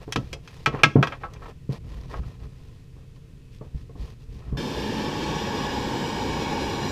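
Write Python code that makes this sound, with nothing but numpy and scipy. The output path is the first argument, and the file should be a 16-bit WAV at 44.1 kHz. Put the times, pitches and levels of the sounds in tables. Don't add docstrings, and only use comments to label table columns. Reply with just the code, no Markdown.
import sys
import numpy as np
from scipy import signal
from scipy.fft import rfft, irfft, next_fast_len
from scipy.io import wavfile
from scipy.ndimage import map_coordinates

SR = 44100
rng = np.random.default_rng(int(sys.argv[2]) if len(sys.argv) > 2 else 0)


def wav_record(signal):
    frames = np.transpose(np.atleast_2d(signal))
    bounded = np.clip(frames, -1, 1)
    quanta = np.round(bounded * 32767).astype(np.int16)
    wavfile.write(sys.argv[1], SR, quanta)


N = 304731


def amp(db):
    return 10 ** (np.asarray(db) / 20)


def unit(x):
    return x / np.sqrt(np.mean(x ** 2) + 1e-20)


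def along(points, hz):
    f, v = np.transpose(points)
    return np.interp(np.log(hz + 1), np.log(f + 1), v)


def wobble(rate):
    knots = rng.standard_normal(int(N * rate / SR) + 4)
    return map_coordinates(knots, [np.arange(N) * rate / SR])


def filtered(x, response):
    m = 2 * next_fast_len(len(x) // 2 + 4096)
    gain = response(np.fft.rfftfreq(m, 1 / SR))
    cepstrum = irfft(np.log(np.maximum(gain, 1e-6)))
    cepstrum[1:m // 2] *= 2
    cepstrum[m // 2 + 1:] = 0
    return irfft(rfft(x, m) * np.exp(rfft(cepstrum)))[:len(x)]


def noise(response, size=N):
    m = next_fast_len(size)
    spectrum = rfft(rng.standard_normal(m)) * response(np.fft.rfftfreq(m, 1 / SR))
    return unit(irfft(spectrum, m)[:size])


def smooth(points):
    return lambda hz: amp(along(points, hz))


def resonant(peaks):
    return lambda hz: np.sqrt(sum((amp(db) / (1 + ((hz - centre) / width) ** 2)) ** 2
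                                  for centre, width, db in peaks))


def ringing(modes, t, scatter_db, detune):
    chance = rng.standard_normal((len(modes), 2))
    ring = np.zeros(len(t))
    for k, ((hz, db, t60), (a, b)) in enumerate(zip(modes, chance)):
        decay = amp(db + scatter_db * a - 60 * t / t60)
        ring += (-1) ** k * decay * np.sin(2 * np.pi * hz * (1 + detune * b) * t)
    return ring / np.abs(ring).max()


def add(track, s, sound):
    part = track[max(round(s * SR), 0):][:len(sound)]
    part += sound[:len(part)]


# f/Hz, t60/s (time to fall by 60 dB)
SHELL_DECAY = [(100, 0.36), (1200, 0.28), (4000, 0.34), (12000, 0.34)]


def cabin(x, wet_db):
    hz, t, z = signal.stft(rng.standard_normal(SR // 3), SR, nperseg=256)
    decay = amp(-60 * t / along(SHELL_DECAY, hz)[:, None])
    tail = signal.istft(z * decay, SR, nperseg=256)[1]
    return x + amp(wet_db) * signal.fftconvolve(x, tail / np.linalg.norm(tail))[:len(x)]


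# f/Hz, level/dB before the trim
MOTOR_HUM = [(129.2, -54), (258.4, -64.5), (452.2, -68.5), (1034, -82.5), (1852, -83.5), (2562, -79)]
# f/Hz, level/dB per Hz
ROOM_SPECTRUM = [(15, -5), (28, 1), (60, -1), (100, -1.5), (160, -3.5), (220, -18), (340, -19), (440, -22),
                 (700, -36), (1050, -35.5), (1500, -38), (2700, -36.5), (5000, -41), (9000, -47.5),
                 (15000, -54.5)]
ROOM_DB, HUM_TRIM_DB = -45, -0.5


def garage():
    t = np.arange(N) / SR
    hum = np.zeros(N)
    for hz, db in MOTOR_HUM:
        level = amp(db + HUM_TRIM_DB + 1.4 * wobble(5.9))
        hum += level * np.sqrt(2) * np.sin(2 * np.pi * hz * t + 0.36 * wobble(8.6))
    return hum + amp(ROOM_DB) * noise(smooth(ROOM_SPECTRUM))


def swell(s, length):
    u = np.clip((np.arange(N) / SR - s) / length, 0, 1)
    return np.abs(np.sin(np.pi * u)) ** 0.63


# start t/s, length/s, rubbing level/dB, brushing level/dB
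HAND_STROKES = [(0.0, 0.0527, -49, -57.5), (0.043, 0.33, -57.5, -59.5), (0.421, .26, -54, -56),
                (0.712, .12, -35.5, -58), (0.973, .22, -43.5, -59.5), (1.199, .08, -46, -61),
                (1.27, .14, -53.5, -68.5), (1.392, .14, -45.5, -59), (1.693, 0.093, -46.5, -53.5),
                (1.828, .3, -52.5, -59.5), (2.092, 0.055, -41.5, -53), (2.132, .07, -41.5, -55.5),
                (2.197, 0.18, -54, -61), (2.389, 0.09, -55.5, -65), (2.42, 0.446, -64, -67),
                (2.941, .12, -62.5, -73), (3.147, .04, -61.5, -67), (3.514, 0.082, -74, -62),
                (3.62, 0.071, -59, -71), (3.74, 0.1, -62.5, -62.5), (3.965, 0.18, -54, -56.5),
                (4.192, 0.057, -63, -63), (4.284, 0.13, -62.5, -63), (4.367, 0.19, -53, -65.5)]
# f/Hz, level/dB per Hz
RUB_SPECTRUM = [(150, -29), (250, -2), (364, -4.5), (463, 3), (658, -5.5), (733, -5), (1090, -7.5),
                (1550, -17), (1860, -10), (2180, -21), (2640, -19), (4500, -31), (5850, -58.5),
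                (9900, -120)]
# f/Hz, level/dB per Hz
BRUSH_SPECTRUM = [(1000, -32.5), (1700, -8.5), (2240, -7.5), (2440, -3), (2720, -5), (3040, -5.5),
                  (4970, -7.5), (8500, -21), (13400, -24.5), (15500, -31)]
# f/Hz, half-width/Hz, level/dB
WIRE_RESONANCES = [(423, 30, 0.5), (1040, 44, -4.5), (1280, 34, -9.5), (1848, 74, -15.5), (2360, 25, -15.5)]
CATCHES_PER_S = 24
CATCH_DB, WIRE_DB = -9.5, -5


def strokes():
    rubbing, brushing = np.zeros(N), np.zeros(N)
    for s, length, rub_db, brush_db in HAND_STROKES:
        move = swell(s, length)
        rubbing += amp(rub_db) * move
        brushing += amp(brush_db) * move
    grip = unit(amp(0.72 * wobble(45) + 1.1 * wobble(160) + 3.6 * wobble(1200)))
    wire = amp(WIRE_DB) * noise(resonant(WIRE_RESONANCES))
    drag = unit(noise(smooth(RUB_SPECTRUM)) + wire)
    slips = (rng.random(N) < CATCHES_PER_S / SR) * rng.uniform(.4, 1, N)
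    snagged = filtered(slips, lambda hz: resonant(WIRE_RESONANCES)(hz) + .3 * smooth(RUB_SPECTRUM)(hz))
    catches = unit(cabin(snagged, wet_db=-4))
    rubbed = rubbing * (grip * drag + amp(CATCH_DB) * catches)
    brushed = brushing * grip * noise(smooth(BRUSH_SPECTRUM))
    return rubbed + brushed


# t/s, level/dB, overtone level/dB, sway level/dB (the last two relative)
FLOOR_BLOWS = [(0.077, -25.5, -6, -14), (0.158, -14.5, -9, -24), (0.175, -13, -20, -17),
               (0.329, -28, 2, -14), (0.672, -14, -11.5, -36), (0.739, -17.5, -1, -31),
               (0.835, -11.5, -16, -38), (0.862, -12.5, -13, -34), (0.955, 0.5, -14, -38),
               (0.983, -4, -25, -36), (1.691, -12, -26, -22), (2.193, -25.5, -34, 3.5),
               (2.965, -41.5, -2, -11), (3.61, -28, -2.5, -26.5), (3.746, -24.5, -24.5, 1),
               (3.894, -34, -10, -11.5), (3.953, -31.5, -8, -8.5), (4.525, -16, -21.5, -5),
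               (4.548, -24, -13.5, -2)]
# f/Hz, level/dB, t60/s
PAN_MODES = [(134, 7, 0.21), (290, 2, 0.045), (439, -2.5, 0.085), (530, -17.5, 0.065), (697, -15.5, 0.12),
             (845, -31.5, 0.16), (1076, -15.5, 0.11)]
# f/Hz, level/dB per Hz
PUFF_SPECTRUM = [(29, -51), (50, -13), (150, -11.5), (204, -8), (541, -17.5), (642, -23.5), (1060, -30),
                 (1650, -40.5), (3000, -56.5), (3900, -71.5), (6600, -120)]
SWAY_HZ = 63


def thuds():
    out, t = np.zeros(N), np.arange(SR // 3) / SR
    for s, db, overtone_db, sway_db in FLOOR_BLOWS:
        boom = ringing(PAN_MODES, t, scatter_db=2.5, detune=0.028)
        boom *= np.exp(-(t / .04) ** 2)
        puff = noise(smooth(PUFF_SPECTRUM), size=len(t)) * amp(-60 * t / 0.2)
        hit = (boom + 0.26 * puff) * (1 - np.exp(-t / 0.0014))

        def colour(hz):
            overtones = (overtone_db + 13) * along([(200, 0.0058), (520, 1.0)], hz)
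            return amp(overtones + along([(40, -11.5), (110, 2.5)], hz))

        hit = filtered(hit, colour)
        sway = amp(sway_db + 13.5) * np.sin(2 * np.pi * SWAY_HZ * t) * amp(-60 * t / 0.11)
        blow = hit / np.std(hit[:SR // 40]) + sway
        add(out, s, cabin(amp(db - 11.0) * blow, wet_db=-15.0))
    return out


# t/s, level/dB, treble level/dB, body level/dB (both relative), ring length factor
TOOL_CONTACTS = [(0.123, -18, -7, -18, 0.63), (0.159, -13, -14.5, -11.5, 0.79),
                 (0.329, -23.5, -7.5, -24.5, 0.94), (0.475, -33.5, -12, -14, 1.0),
                 (0.66, -5, -20, -11.5, 1.0), (0.79, -27.5, -25.5, -7, 0.98),
                 (0.834, 3, -21.5, -17.5, 0.77), (1.027, -6, -24, -7.5, 0.9),
                 (1.071, -19, -15.5, -7.5, 0.69), (1.121, -22, -29, -8, 0.98), (1.234, -21, -44, 1, 1.0),
                 (1.336, -39.5, -2, -13, 0.7), (1.36, -42.5, -24, -14, 1.0), (1.421, -33.5, -33.5, 2, 0.6),
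                 (1.456, -32.5, -31, 0, 0.8), (2.14, -24.5, -34, 6, 0.51), (2.233, -41.5, -22, -2, 0.8)]
# f/Hz, level/dB, t60/s
TOOL_MODES = [(1111, -17.5, 0.14), (1309, -12.5, 0.13), (1612, -12.5, 0.096), (1910, -18, 0.14),
              (2125, -16, 0.11), (2390, -4, 0.041), (2583, -15, 0.12), (2654, -18.5, 0.13),
              (2920, -19.5, 0.1), (3240, -16.5, 0.065), (3360, -24, 0.13), (3670, -35, 0.16),
              (3670, -36, 0.19), (4140, -43, 0.18), (4560, -44, 0.14), (5130, -35, 0.11), (6180, -39, 0.1)]
# f/Hz, level/dB per Hz
CHATTER_SPECTRUM = [(240, -37), (400, -9), (595, -7.5), (1280, -4), (1400, -7), (1610, -6), (1760, -8.5),
                    (2430, -8), (2750, -10), (3010, -6.5), (3850, -13.5), (6280, -21.5), (6680, -27.5),
                    (15500, -57)]
# shortest t/s, longest t/s
REBOUND_RANGE = (.003, .008)


def clacks():
    out, t = np.zeros(N), np.arange(SR // 3) / SR
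    for s, db, treble_db, body_db, length in TOOL_CONTACTS:
        hardness = treble_db + 23.0
        life = length * np.exp(-.022 * hardness)
        uneven_fade = amp(-60 * t / (0.082 * life) + 0.78 * wobble(500)[:len(t)])
        chatter = noise(smooth(CHATTER_SPECTRUM), size=len(t)) * uneven_fade
        ring = ringing(TOOL_MODES, t, scatter_db=2, detune=.001) * amp(-60 * t / (.5 * life))
        onset = 1 - np.exp(-t / (.0008 * life))
        hit = (unit(ring) + .75 * unit(chatter)) * onset

        def colour(hz):
            treble = max(hardness, -12) * along([(2400, 0.058), (5500, 1.0), (12000, 1.3)], hz)
            body = (body_db + 16.5) * along([(1200, 1.0), (2300, 0.0039)], hz)
            return amp(treble + body)

        hit = filtered(hit, colour)
        add(hit, rng.uniform(*REBOUND_RANGE), .5 * hit)
        tick = amp(-21.0) * rng.standard_normal(len(t)) * np.exp(-t / 0.00098)
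        contact = hit / np.std(hit[:SR // 90]) + amp(hardness) * tick
        add(out, s, cabin(amp(db - 10.5) * contact, wet_db=-19.5))
    return out


# start t/s, length/s, rumble level/dB
ARM_LEANS = [(0.202, 0.22, -42), (0.52, 0.29, -40.5), (1.03, 0.49, -44.5), (1.737, .45, -37),
             (2.138, 0.18, -35), (2.36, .17, -40), (3.78, .1, -43), (3.98, 0.083, -33), (4.08, .08, -40),
             (4.279, 0.14, -36), (4.42, .16, -34)]
# f/Hz, level/dB per Hz
LEAN_SPECTRUM = [(12, -37.5), (20, -3), (60, 7), (87, -3.5), (129, 0.5), (174, -9), (264, -16.5),
                 (380, -23.5), (450, -21), (580, -44), (990, -120)]


def leans():
    weight = sum(amp(db) * swell(s, length) for s, length, db in ARM_LEANS)
    return weight * amp(1.44 * wobble(14)) * noise(smooth(LEAN_SPECTRUM))


def wandering(x, depth_db):
    z = signal.stft(x, nperseg=512)[2]
    knots = rng.standard_normal((140, 20))
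    bins, frames = np.indices(z.shape)
    field = map_coordinates(knots, [bins / 2.2, frames / 70], mode="nearest")
    return signal.istft(z * amp(depth_db * field), nperseg=512)[1][:N]


# f/Hz, level/dB per Hz
FLAME_SPECTRUM = [(12, -50), (20, -10.5), (53, -8), (87, 1.5), (145, 1), (274, 5.5), (414, 1.5), (451, 2.5),
                  (600, -3.5), (780, -78), (1320, -120)]
# f/Hz, half-width/Hz, level/dB
FOOTWELL_RESONANCES = [(63.38, 3.6, 2), (149.7, 4.6, 2), (210.9, 15.6, -4.5), (271, 8.5, -5.5),
                       (452.6, 6.8, -8.5)]
# f/Hz, half-width/Hz, level/dB
TUBE_RESONANCES = [(883.4, 139, 3.5), (1102.3, 27, -0.5), (1690, 270, -7.5)]
# f/Hz, level/dB per Hz
JET_SPECTRUM = [(1120, -1.5), (1900, -7), (2070, -13), (2250, 4), (2680, 3.5), (2920, -17), (4120, -5.5),
                (4450, -5.5), (5040, -0.5), (6270, -8.5), (7480, -12), (8530, -17.5), (13700, -20.5),
                (15500, -38)]
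# f/Hz, half-width/Hz, level/dB
TURNED_PEAKS = [(1687, 89, 4.5), (2540, 25, -19), (2880, 31, 1), (3193, 69, 2), (3560, 80, 2.5),
                (4260, 200, -9), (4760, 75, -6), (5320, 52, -3), (8250, 73, -22)]
# f/Hz, half-width/Hz, level/dB
AIMED_PEAKS = [(2255, 107, 2), (2834, 55, 4.5), (3030, 67, 3), (3330, 144, 0), (3783, 110, 1),
               (4096, 93, 0.5), (4374, 30, 0), (4986, 120, -0.5), (5710, 58, 0), (6010, 52, -7.5),
               (6750, 240, -11.5), (7383, 75, -7), (7860, 69, -16)]
# delay/s, gain
PANEL_ECHOES = [(.00121, 0.075), (.0015, -0.065), (.00266, 0.058), (.00295, -0.076), (.00355, .13),
                (.00517, -0.028)]
# delay/s, gain
FAR_ECHOES = [(.0066, 0.11), (.0079, -0.15), (.0097, 0.13), (0.0128, -.14), (0.0158, 0.13)]
TORCH_ON_S = 4.570
SETTLE_S, TURN_S = .36, 0.94
FLAME_DB, NOZZLE_DB, JET_DB = -29.5, -35, -37
FLAME_AWAY_DB, NOZZLE_AWAY_DB, JET_AWAY_DB = -2, -8, -1
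PATH_SHORTER = .21


def torch():
    n = np.arange(N)
    burning_s = np.maximum(n / SR - TORCH_ON_S, 0)
    away = np.exp(-burning_s / SETTLE_S)
    aim = 1 - np.exp(-burning_s / TURN_S)
    flutter = wobble(60)

    roar = amp(-1.5) * noise(smooth(FLAME_SPECTRUM)) + amp(-6.5) * noise(resonant(FOOTWELL_RESONANCES))
    flame = amp(FLAME_DB + FLAME_AWAY_DB * away + 1.1 * flutter + 0.16 * wobble(9)) * roar

    nozzle_level = amp(NOZZLE_DB + NOZZLE_AWAY_DB * away + .5 * flutter + 0.58 * wobble(7))
    nozzle = nozzle_level * noise(resonant(TUBE_RESONANCES))

    turned = np.sqrt(1 - aim) * noise(resonant(TURNED_PEAKS))
    aimed = np.sqrt(aim) * noise(resonant(AIMED_PEAKS))
    peaks = wandering(turned + aimed, depth_db=1.5)
    gas = wandering(amp(-5.5) * noise(smooth(JET_SPECTRUM)), depth_db=2.2)
    jet = amp(JET_DB + JET_AWAY_DB * away + 0.35 * wobble(23)) * (gas + amp(-3.0) * peaks)

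    hiss = nozzle + jet
    path = 1 - PATH_SHORTER * away
    for echoes in (PANEL_ECHOES, FAR_ECHOES):
        reflected = np.zeros(N)
        for delay, gain in echoes:
            heard_from = n - delay * SR * (path + .003 * wobble(2))
            reflected += gain * np.interp(heard_from, n, hiss)
        hiss = hiss + reflected
    lit = np.clip(burning_s / 0.0022, 0, 1)
    return (flame + hiss) * lit


def scene():
    return (garage() + strokes() + thuds() + clacks() + leans() + torch())[None]


TOP_HZ = 15500


def record(dry):
    held = dry / (1 + np.abs(dry) ** 6) ** (1 / 6)
    m = next_fast_len(N + SR // 2)
    kept = np.fft.rfftfreq(m, 1 / SR) < TOP_HZ
    return irfft(rfft(held, m) * kept, m)[:, :N]


dry = scene()
out = record(dry)
wav_record(out)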